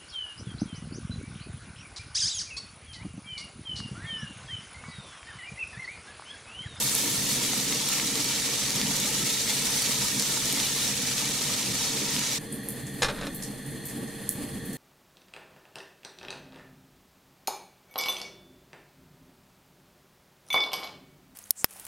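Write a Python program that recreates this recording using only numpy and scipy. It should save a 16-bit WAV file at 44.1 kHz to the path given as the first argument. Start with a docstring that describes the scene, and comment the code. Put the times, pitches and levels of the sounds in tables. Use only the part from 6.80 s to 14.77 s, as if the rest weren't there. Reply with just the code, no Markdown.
"""Frying over a wood fire

Breaded chicken fries in a wok outdoors: resonant bubble bursts over noise make the sizzle, and decaying
cosines with noise tails the loud spits. The sizzle stops abruptly and leaves the fire: resonant noise
rumbles and hisses, short ringing bursts are snapping sparks and ticking embers, and a piece of firewood
settles with a cluster of dry knocks (noise and decaying modes) and a short scrape (swelling noise)."""
import sys
import numpy as np
from scipy import signal
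from scipy.fft import rfft, irfft, next_fast_len
from scipy.io import wavfile
from scipy.ndimage import uniform_filter1d

SR = 44100
rng = np.random.default_rng(int(sys.argv[2]) if len(sys.argv) > 2 else 0)


def file_out(sig):
    """Save sig as 16-bit WAV at sys.argv[1]."""
    # one column per channel
    cols = np.atleast_2d(sig).T
    # limit, then scale
    lim = np.clip(cols, -1, 1)
    pcm = np.round(lim * 32767).astype(np.int16)
    wavfile.write(sys.argv[1], SR, pcm)


N = 351477
TIME = np.arange(N) / SR
SIZE = next_fast_len(N)
FREQS = np.maximum(np.arange(SIZE // 2 + 1) * SR / SIZE, 1)
FRYING_ENDS_S = 5.588

# left-right correlation of the fire's sound: frequency_hz, likeness
FIRE_LIKENESS = [(30, 0.24), (130, 1), (400, 0.93), (700, 0.51), (1200, 0.14), (1800, 0.98), (3500, 0.97),
                 (6000, 0.41), (12000, 0.13)]


def sizzle():
    """Superposition: near bubbles crackle in clusters over the smooth fizz of countless tiny ones."""
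    # vigour of the frying: start_s, level_db
    vigour = [(0.0, -29.5), (0.18, -29.5), (0.42, -30.5), (0.6, -29.5), (1.95, -30), (2.92, -29),
              (3.4, -29.5), (3.92, -29), (4.2, -30.5), (5.0, -30), (5.24, -31), (5.55, -30)]
    # fresh, wet crust fizzes brighter and dries out: start_s, treble_db
    crust_treble = [(0, 5.5), (1, -0.5), (2, -1.5), (3, 1), (5.6, -3)]
    # spectrum of the bursting bubbles together: frequency_hz, density_db (per Hz)
    oil_spectrum = [(290, -15), (500, -1), (749, -13.5), (943, -4.5), (1060, -12.5), (1310, -6.5),
                    (1520, -11.5), (1850, -7), (2100, -5.5), (2320, -1.5), (2520, -5.5), (3850, -0.5),
                    (4550, -1), (5000, -3), (5450, -.5), (6150, 0.1), (7000, -2), (7400, -2), (10800, -7.5),
                    (14800, -15), (15700, -15)]
    # left-right correlation: frequency_hz, likeness
    oil_likeness = [(500, 0.72), (1000, 0.56), (2200, 0.76), (4400, 0.53), (7500, 0.24), (12000, 0.023)]
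    fade_s = 0.0091
    flicker_db, flicker_hz = 0.62, 17  # the bubbles come in irregular surges

    (level_db,), (treble_db,) = in_time(vigour), in_time(crust_treble)
    bursts_per_s = 7000 * from_db(2.0 * drift(45))
    pair = []
    for _ in range(2):
        crackle = bubbles(bursts_per_s, spread_db=2.5, cycles=1.76)
        fizz = from_db(-4.5) * rng.standard_normal(N)
        small = from_db(-9.5) * plinks(0.0073, spread_db=7.5, rise_per_s=0.05, count=3000)
        large = from_db(-10.5) * plinks(0.024, spread_db=3.5, rise_per_s=0.0022, count=1800)
        pair.append(wok_echoes(crackle + fizz + small + large))
    low_cut = 1 / np.sqrt(1 + (350 / FREQS) ** 4)
    oil = stereo(np.array(pair), from_db(at_hz(oil_spectrum)) * low_cut, oil_likeness)
    treble = filtered(oil, 1 / (1 + (8500 / FREQS) ** 8))
    oil = oil + treble * (from_db(treble_db) - 1)
    sounding = np.clip((FRYING_ENDS_S - TIME) / fade_s, 0, 1)
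    return oil * sounding * from_db(level_db + flicker_db * drift(flicker_hz))


def bubbles(per_s, spread_db, cycles, count=16):
    """Random impulses excite a bank of resonators: bubbles burst, mostly small, each ringing a few cycles."""
    patchy_db, patchy_hz = 0.66, 15  # each bubble size comes and goes by itself
    out = np.zeros(N)
    for hz in np.geomspace(800, 14000, count):
        chance = per_s * np.sqrt(hz / 4000) / count / SR
        born = np.flatnonzero(rng.random(N) < chance)
        strength_db = spread_db * np.minimum(rng.exponential(1, len(born)), 5)
        clicks = np.full(N, 1e-18)
        clicks[born] = from_db(strength_db) * rng.choice([-1, 1], len(born))
        b, a = signal.iirpeak(min(hz, SR / 3), max(cycles, 1), fs=SR)
        ringing = rms_one(signal.lfilter(b, a, clicks))
        out += ringing * np.sqrt(hz) * from_db(patchy_db * drift(patchy_hz))
    # the bank as a whole is evened out, so that only the oil colours it
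    hz, power = signal.welch(out, SR, nperseg=SR // 200)
    return colour(out, np.interp(FREQS, hz, power) ** -.5)


def plinks(ring_s, spread_db, rise_per_s, count):
    """Damped oscillation: whole bubbles ring on under the surface, rising slightly in pitch."""
    out, t = np.zeros(N), TIME[:round(5 * ring_s * SR)]
    for when, pitch, size, life in rng.random((count, 4)):
        hz = 700 + 13000 * pitch ** 1.2
        fade = np.exp(-t / (ring_s * (.5 + life)))
        tone = np.sin(2 * np.pi * hz * t * (1 + rise_per_s * t))
        add(out, when * FRYING_ENDS_S, from_db(spread_db * size ** 3) * fade * tone)
    return rms_one(out)


def wok_echoes(x):
    """Early reflection: the bursting spots wander over the oil, so their bounces off the wall keep shifting."""
    # bounces off the wok's wall: delay_s
    wall_delays = [0.001083, .0027, .0046]
    share, wander = 0.076, .05  # gain of each bounce; greatest relative change of its delay
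    echoes = 0
    for delay_s in wall_delays:
        lag = delay_s * SR * (1 + wander * np.tanh(drift(.6)))
        echoes = echoes + x[np.maximum(np.arange(N) - lag.astype(int), 0)]
    return x + share * echoes


def spits(ring_cycles=0.83):
    """Impulsive expansion: drops of water flash to steam in the oil, one sharp crack, then a short spatter."""
    # oil spitting: start_s, crack_db, pitch_hz, spatter_db
    drops = [(0.1786, -15, 7500, -30), (0.3777, -14, 4200, -35), (0.734, -28, 760, -29),
             (0.9246, -12, 3000, -28), (1.088, -10, 7000, -26), (1.1, -26, 1190, -30),
             (1.1988, -9.5, 2430, -30), (1.3558, -10, 4600, -31), (1.4442, -10, 11000, -38),
             (1.7583, -19, 4320, -36), (1.906, -9, 5800, -33), (1.959, -10, 10500, -38),
             (2.015, -8, 3900, -26), (2.112, -27, 800, -33), (2.1655, -10, 8000, -30),
             (2.2009, -7, 6200, -30), (2.3055, -12, 9000, -37), (2.4273, -18, 6200, -35),
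             (2.9015, -28, 1100, -34), (3.0215, -6, 6450, -27), (3.397, -12, 5300, -22),
             (3.4236, -5, 5860, -34), (3.5727, -28, 1000, -31), (3.6567, -9, 6200, -33),
             (3.7257, -14, 7000, -23), (3.8006, -12, 3400, -28), (4.381, -12, 3900, -30),
             (4.765, -16, 6000, -30), (5.3646, -10, 3000, -29), (5.3935, -7.5, 6200, -35),
             (5.533, -16, 6000, -30)]
    spatter_t60_s = .03
    out, t = np.zeros(N), TIME[:SR // 10]
    for s, db, hz, spatter_db in drops:
        crack = np.cos(2 * np.pi * hz * t) * np.exp(-hz * t / ring_cycles)
        add(out, s, from_db(db) * crack)
        spatter = rms_one(band(rng.standard_normal(len(t)), hz / 2, hz * 2))
        add(out, s, spatter * from_db(spatter_db - 60 * t / spatter_t60_s))
    return out


def firewood():
    """Modal excitation: wood drops, bounces and slides; every contact is a crunch that sets modes ringing."""
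    # contacts: start_s, level_db (before a 2 dB cut), t60_s, brightness_hz (low-pass), hollow_note_hz
    contacts = [(6.2203, -19.5, 0.092, 10000, 484), (6.2298, -21.5, 0.084, 10000, 434),
                (6.2448, -24, 0.12, 5000, 540), (6.264, -31, .1, 2000, 580),
                (6.2836, -25.5, 0.09, 3400, 577), (6.2957, -26, .12, 1000, 580),
                (6.346, -37, .025, 5000, 664), (6.388, -36, 0.034, 5000, 1005),
                (6.4115, -27, 0.025, 7000, 576), (6.422, -38, .025, 4020, 1340),
                (6.432, -29, 0.025, 4000, 550), (6.444, -35, .035, 3000, 517), (6.455, -37, .02, 3500, 620),
                (6.468, -27.5, 0.04, 7000, 557)]
    # spectrum of the wood's body: frequency_hz, density_db (per Hz)
    wood_spectrum = [(35, -33), (60, -5), (170, -2), (264, -8), (380, -7), (512, -3), (674, -4.5),
                     (906, -12), (1050, -7.5), (1600, -3), (1950, -11), (2750, -9.5), (3350, -7.5),
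                     (3750, -2), (4600, -9.5), (5400, -9.5), (7500, -11.5), (10200, -12), (12000, -23),
                     (14000, -34)]
    # modes of the wood's body: frequency_hz, level_db (relative), t60_s
    wood_modes = [(507, 1, 0.16), (810, 4.5, 0.089), (906, 1, 0.17), (1143, -1, 0.18), (1603, 1.5, 0.12),
                  (1740, 6, 0.091), (2080, 3.5, 0.089), (2450, 3.5, 0.14), (3700, 7.5, 0.12),
                  (4080, 8, 0.07), (5080, 6, 0.07), (5430, 5, 0.07), (6770, 4, 0.093)]
    # sliding after the blow, which catches and stops: centre_s, level_db, half_length_s (to 1/e)
    slides = [(6.33, -47.5, 0.06), (6.437, -42.5, 0.053)]
    crunch_db, strike_spread_db = 1, 2.5  # grain of a contact; how unevenly it strikes the modes
    ringing_db, clonk_db, clonk_t60_s = -12, -8, 0.13  # clonk: hollow note of the spot that is struck
    contact_cycles = 4  # a duller contact also takes longer to build up
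    first_s, _, first_t60, *_ = contacts[0]

    out, t = np.zeros(N), TIME[:SR // 3]
    grain = rng.standard_normal(N) * from_db(crunch_db * drift(600))
    body = colour(grain, from_db(at_hz(wood_spectrum)))
    for s, db, t60, bright_hz, note_hz in contacts:
        crunch = body[round(s * SR):][:len(t)] * from_db(-60 * t / t60)
        ringing = 0
        for hz, mode_db, mode_t60 in wood_modes:
            struck_db = mode_db + strike_spread_db * rng.standard_normal()
            tone = np.sin(2 * np.pi * (hz * t + rng.random()))
            ringing = ringing + from_db(struck_db - 60 * t / mode_t60) * tone
        # brief, light touches hardly wake the modes
        ringing = ringing * from_db(ringing_db) * min(t60 / first_t60, 1)
        clonk = from_db(clonk_db - 60 * t / clonk_t60_s) * np.sin(2 * np.pi * note_hz * t)
        b, a = signal.butter(1, min(bright_hz, SR / 3), fs=SR)
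        softened = signal.lfilter(b, a, crunch + ringing + clonk)
        onset = 1 - np.exp(-t * bright_hz / contact_cycles)
        add(out, s, from_db(db - 2.0) * softened * onset)
    sliding = sum(from_db(db) * swell(s, half_s) for s, db, half_s in slides)
    # sliding is duller than a blow, and catches on the bark
    slide = rms_one(band(body, 280, 2900)) * sliding * from_db(3.3 * drift(300))
    # the ground shudders briefly under the blow
    thud = colour(rng.standard_normal(N), 1 / (1 + (FREQS / 45) ** 4))
    since = TIME - first_s
    return out + slide + thud * (since > 0) * from_db(-40 - 60 * np.abs(since) / 1.4)


def swell(s, half_s):
    """Gaussian envelope: a smooth rise and fall around a moment; top 1."""
    return np.exp(-np.minimum(((TIME - s) / half_s) ** 2, 50))


def sparks(t60=0.22, grain_db=2.5):
    """Impulse and scattering: each spark snaps once and comes back in small echoes from all around."""
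    # start_s, snap_db (before the final band-pass), tail_db, pitch_hz, width_octaves, left_minus_right_db
    spark_events = [(0.1512, -7, -39, 10200, .5, 0), (5.7252, -22, -47, 9800, .3, 0),
                    (5.727, -20, -37, 9750, .25, 0), (5.742, -36, -44, 12000, .3, 0),
                    (5.8335, -38, -44, 11400, .15, 0), (5.887, -14, -33.5, 10800, 0.63, 0),
                    (6.0675, -30, -45, 7600, 0.69, 2), (6.140, -38, -44, 10400, 0.78, 0),
                    (6.546, -32, -36.5, 11400, .6, 0), (6.623, -34, -37, 6000, 0.77, 0),
                    (6.627, -26, -38, 9800, 0.51, 0), (6.633, -29, -45, 6200, .9, 0),
                    (6.863, -30, -45, 10000, .5, 1), (6.908, -31, -46, 9800, .5, 0),
                    (7.054, -31, -34.5, 10700, .7, 2), (7.0855, -26, -40, 8000, 0.97, 0),
                    (7.173, -31, -49, 10500, .6, 0), (7.275, -38, -49, 6500, .8, 0),
                    (7.4919, -6, -30, 10260, 0.79, -4), (7.5115, -25, -41, 11100, .6, 1.5),
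                    (7.853, -35, -43, 11500, 0.59, 0), (7.93, -28, -39, 9800, 0.9, 2)]
    scatter_swell_s = 0.00054
    snaps, tails, t = np.zeros((2, N)), np.zeros((2, N)), TIME[:SR // 4]
    for s, snap_db, tail_db, hz, octaves, pan_db in spark_events:
        noise, width = rng.standard_normal((3, len(t))), 2 ** (max(octaves, .05) / 2)
        # the shared third noise makes the two sides partly alike
        scatter = rms_one(band(noise[:2] + 0.89 * noise[2], hz / width, hz * width))
        onset = 1 - np.exp(-t / scatter_swell_s)
        add(tails, s, scatter * onset * from_db(tail_db - 60 * t / t60))
        sides_db = snap_db + pan_db * np.array([[.5], [-.5]])
        add(snaps, s, from_db(sides_db) * snap(hz, decay_s=0.00016, grit=0.7, width=width))
    # sparks are too small to sound in the middle range
    return band(snaps, 6000, 13500) + tails * rms_one(from_db(grain_db * drift(400)))


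def snap(hz, decay_s, grit, width=1.7):
    """Damped impulse: a few cycles of ringing mixed with torn noise; peak 1."""
    t = TIME[:SR // 100]
    width = max(width, 1.05) if width < 1.05 else width
    torn = rms_one(band(rng.standard_normal(len(t)), hz / width, hz * width))
    ringing = np.sin(2 * np.pi * hz * t) + grit * torn
    burst = ringing * t * np.exp(-t / decay_s)
    return burst / np.abs(burst).max()


def flames():
    """Turbulence and resonance: the fire rumbles, rushes, and hisses out of the wood."""
    # broad rush of the flames: frequency_hz, density_db (per Hz)
    rush_spectrum = [(20, -0.5), (45, 1), (100, 3.5), (400, -1.5), (700, -4.5), (1300, -12.5), (2600, -9),
                     (3800, -15.5), (4800, -11.5), (5600, -20), (7500, -11.5), (9800, -6.5), (12500, -13.5),
                     (15500, -25)]
    # gas hissing out of the wood: frequency_hz, width_hz, level_db (relative)
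    hiss_modes = [(1827, 144, 3), (3394, 220, -3.5), (4270, 136, -2), (6300, 230, -10.5), (8960, 230, -9)]
    rush = stereo(rng.standard_normal((2, N)), from_db(at_hz(rush_spectrum)), FIRE_LIKENESS)
    hiss = stereo(rng.standard_normal((2, N)), resonances(hiss_modes), FIRE_LIKENESS)
    return rumble() + from_db(-45.5 + 1.9 * drift(13)) * rush + from_db(-48.5) * hiss


def rumble():
    """Cavity resonance: the hollow under the wok booms; each register swells with flares near its pitch."""
    # hollow resonances: frequency_hz, width_hz, level_db (relative)
    hollow_modes = [(65, 7.3, -13.5), (127.6, 4.6, 1), (140, 14.8, 0), (202.7, 14.3, 1.5),
                    (244.6, 13.6, -3), (259, 10.7, -4), (286.3, 7.2, 0.5), (312, 14, -10),
                    (344.6, 9.2, -7.5), (380.6, 16, -11.5), (457, 21.6, -5), (542, 34, -16),
                    (605, 13, -15.5), (797, 34, -18.5), (1130, 42, -22.5)]
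    # centres of the overlapping registers: frequency_hz
    registers = [135, 205, 280, 460]
    hollow, out = stereo(rng.standard_normal((2, N)), resonances(hollow_modes), FIRE_LIKENESS), 0
    for hz, own in zip(registers, np.eye(len(registers))):
        part = filtered(hollow, np.interp(FREQS, registers, own))
        # slow chance swells of the noise are evened out before the flares shape it
        power = uniform_filter1d(part.mean(axis=0) ** 2, size=SR // 10)
        out = out + part * np.sqrt(power.mean() / power) * from_db(draught(hz))
    return out


def draught(hz):
    """Amplitude modulation: level in dB of a fluttering burn that flares near one pitch."""
    # the flames flare up: centre_s, rise_db, half_length_s (to 1/e), pitch_hz, half_width_octaves (to 1/e)
    flare_events = [(0.06, 7, .04, 160, 0.48), (0.276, 8, 0.046, 280, .35), (0.43, 7.5, .05, 151, 0.55),
                    (0.547, 5.5, 0.044, 200, 1), (0.698, 6.5, 0.047, 290, .3), (0.79, 9, .035, 177, 0.38),
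                    (0.94, 11, 0.055, 365, 0.52), (1.35, 8, 0.14, 315, 0.39), (1.58, 1, 0.032, 205, .3),
                    (1.85, 8, .04, 135, .3), (1.993, 7.5, 0.062, 200, .45), (2.083, 8, 0.042, 190, 1.2),
                    (2.26, 4.5, 0.075, 270, 1.2), (2.423, 7.5, 0.032, 190, .9), (2.81, 6.5, 0.044, 205, .3),
                    (3.0, 0, .04, 135, .3), (3.103, 6, 0.033, 290, 0.89), (3.22, 6, .05, 160, 1.1),
                    (3.38, 11, 0.03, 195, .7), (3.57, 2, .06, 135, .3), (3.75, 9.5, .045, 250, 0.37),
                    (4.085, 4, .06, 210, 0.63), (4.217, 6.5, 0.072, 205, 0.25), (4.46, 7, 0.042, 290, .9),
                    (4.707, 6, .035, 175, 0.43), (4.91, 9, 0.045, 184, 0.56), (5.203, 9, .07, 330, 1.3),
                    (5.373, 10.5, 0.041, 190, 0.72), (5.75, 6, 0.053, 240, 0.44), (6.14, 5, .06, 190, 0.36),
                    (6.45, 6, .055, 260, .8), (6.7, 2, .03, 205, .3), (6.91, 9.5, .05, 185, 0.48),
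                    (7.207, 9.5, 0.063, 283, 1.15), (7.62, 7, .055, 266, 0.35), (7.76, 8, .05, 145, .5),
                    (7.88, 5.5, .05, 200, 0.98)]
    steady_db, flutter_db, flutter_hz = -40.5, 1.77, 8.5
    t = TIME[::SR // 200]
    flares = 0
    for s, db, half_s, pitch, octaves in flare_events:
        nearness = (np.log2(hz / pitch) / octaves) ** 2
        flares = flares + db * np.exp(-nearness - ((t - s) / half_s) ** 2)
    return steady_db + np.interp(TIME, t, flares) + flutter_db * drift(flutter_hz)


def embers(level_db=-48, count=170):
    """Random impulses: glowing wood ticks faintly all the time."""
    out = np.zeros((2, N))
    for when, pitch, size, place in rng.random((count, 4)):
        # up to 10 dB above the faintest tick
        tick = from_db(level_db + 10 * size ** 2) * snap(8000 + 5000 * pitch, decay_s=0.0004, grit=0.7)
        add(out, when * TIME[-1], tick * np.sqrt([[place], [1 - place]]))
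    return out


def from_db(db):
    """Logarithmic level: decibels to amplitude gain."""
    return 10 ** (np.asarray(db) / 20)


def rms_one(x):
    """Normalisation: scale to unit power."""
    return x / np.sqrt(np.mean(x ** 2) + 1e-20)


def in_time(rows):
    """Linear interpolation: each column of a curve, at every sample."""
    s, *columns = np.transpose(rows)
    return [np.interp(TIME, s, c) for c in columns]


def at_hz(points, hz=FREQS):
    """Logarithmic pitch: read a spectrum on a log-frequency axis."""
    point_hz, values = np.array(points).T
    return np.interp(np.log(hz), np.log(point_hz), values)


def resonances(modes):
    """Resonance: gain of a set of peaks with steep skirts, summed in power."""
    power = 0
    for hz, width, db in modes:
        power = power + from_db(db) ** 2 / (1 + ((FREQS - hz) / width) ** 2) ** 2
    return np.sqrt(power)


def filtered(x, gain):
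    """Linear filtering: weight a sound by frequency."""
    return irfft(rfft(x, SIZE) * gain, SIZE)[..., :N]


def colour(x, gain):
    """Spectral shaping: weight a sound by frequency; rms 1."""
    return rms_one(filtered(x, gain))


def band(x, low, high):
    """Band limitation: causal band-pass."""
    sos = signal.butter(2, [low, min(high, .45 * SR)], "band", fs=SR, output="sos")
    return signal.sosfilt(sos, x)


def drift(rate):
    """Low-passed noise: chance fluctuation with rms 1, slower for a lower rate in Hz."""
    noise = rng.standard_normal(SIZE // 16)
    slow = irfft(rfft(noise) / (1 + (FREQS[:len(noise) // 2 + 1] / rate) ** 2))
    return np.interp(TIME, np.linspace(0, TIME[-1], len(slow)), rms_one(slow))


def stereo(pair, gain, likeness):
    """Interchannel correlation: two unrelated sounds become left and right, alike by pitch; centre rms 1."""
    alike = np.clip(at_hz(likeness), -.99, .99)
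    side_share = np.sqrt((1 - alike) / (1 + alike))
    mid, side = filtered(pair, gain * np.array([np.ones_like(alike), side_share]))
    return np.array([mid + side, mid - side]) / np.std(mid)


def add(out, s, sound):
    """Superposition: mix a short sound in at a time."""
    start = round(s * SR)
    out[..., start:start + sound.shape[-1]] += sound[..., :N - start]


def scene(right_db=0.29):
    """Level panning: the wok sits slightly to the right, above the fire."""
    wok_and_fire = sizzle() + spits() + flames() + sparks() + embers()
    return wok_and_fire * from_db(np.array([[-right_db], [right_db]])) + firewood()


def record(dry):
    """Low-pass filtering: the top is cut steeply."""
    cutoff_hz = 15650
    return filtered(dry, 1 / np.sqrt(1 + (FREQS / cutoff_hz) ** 200))


dry = scene()
out = record(dry)
file_out(out)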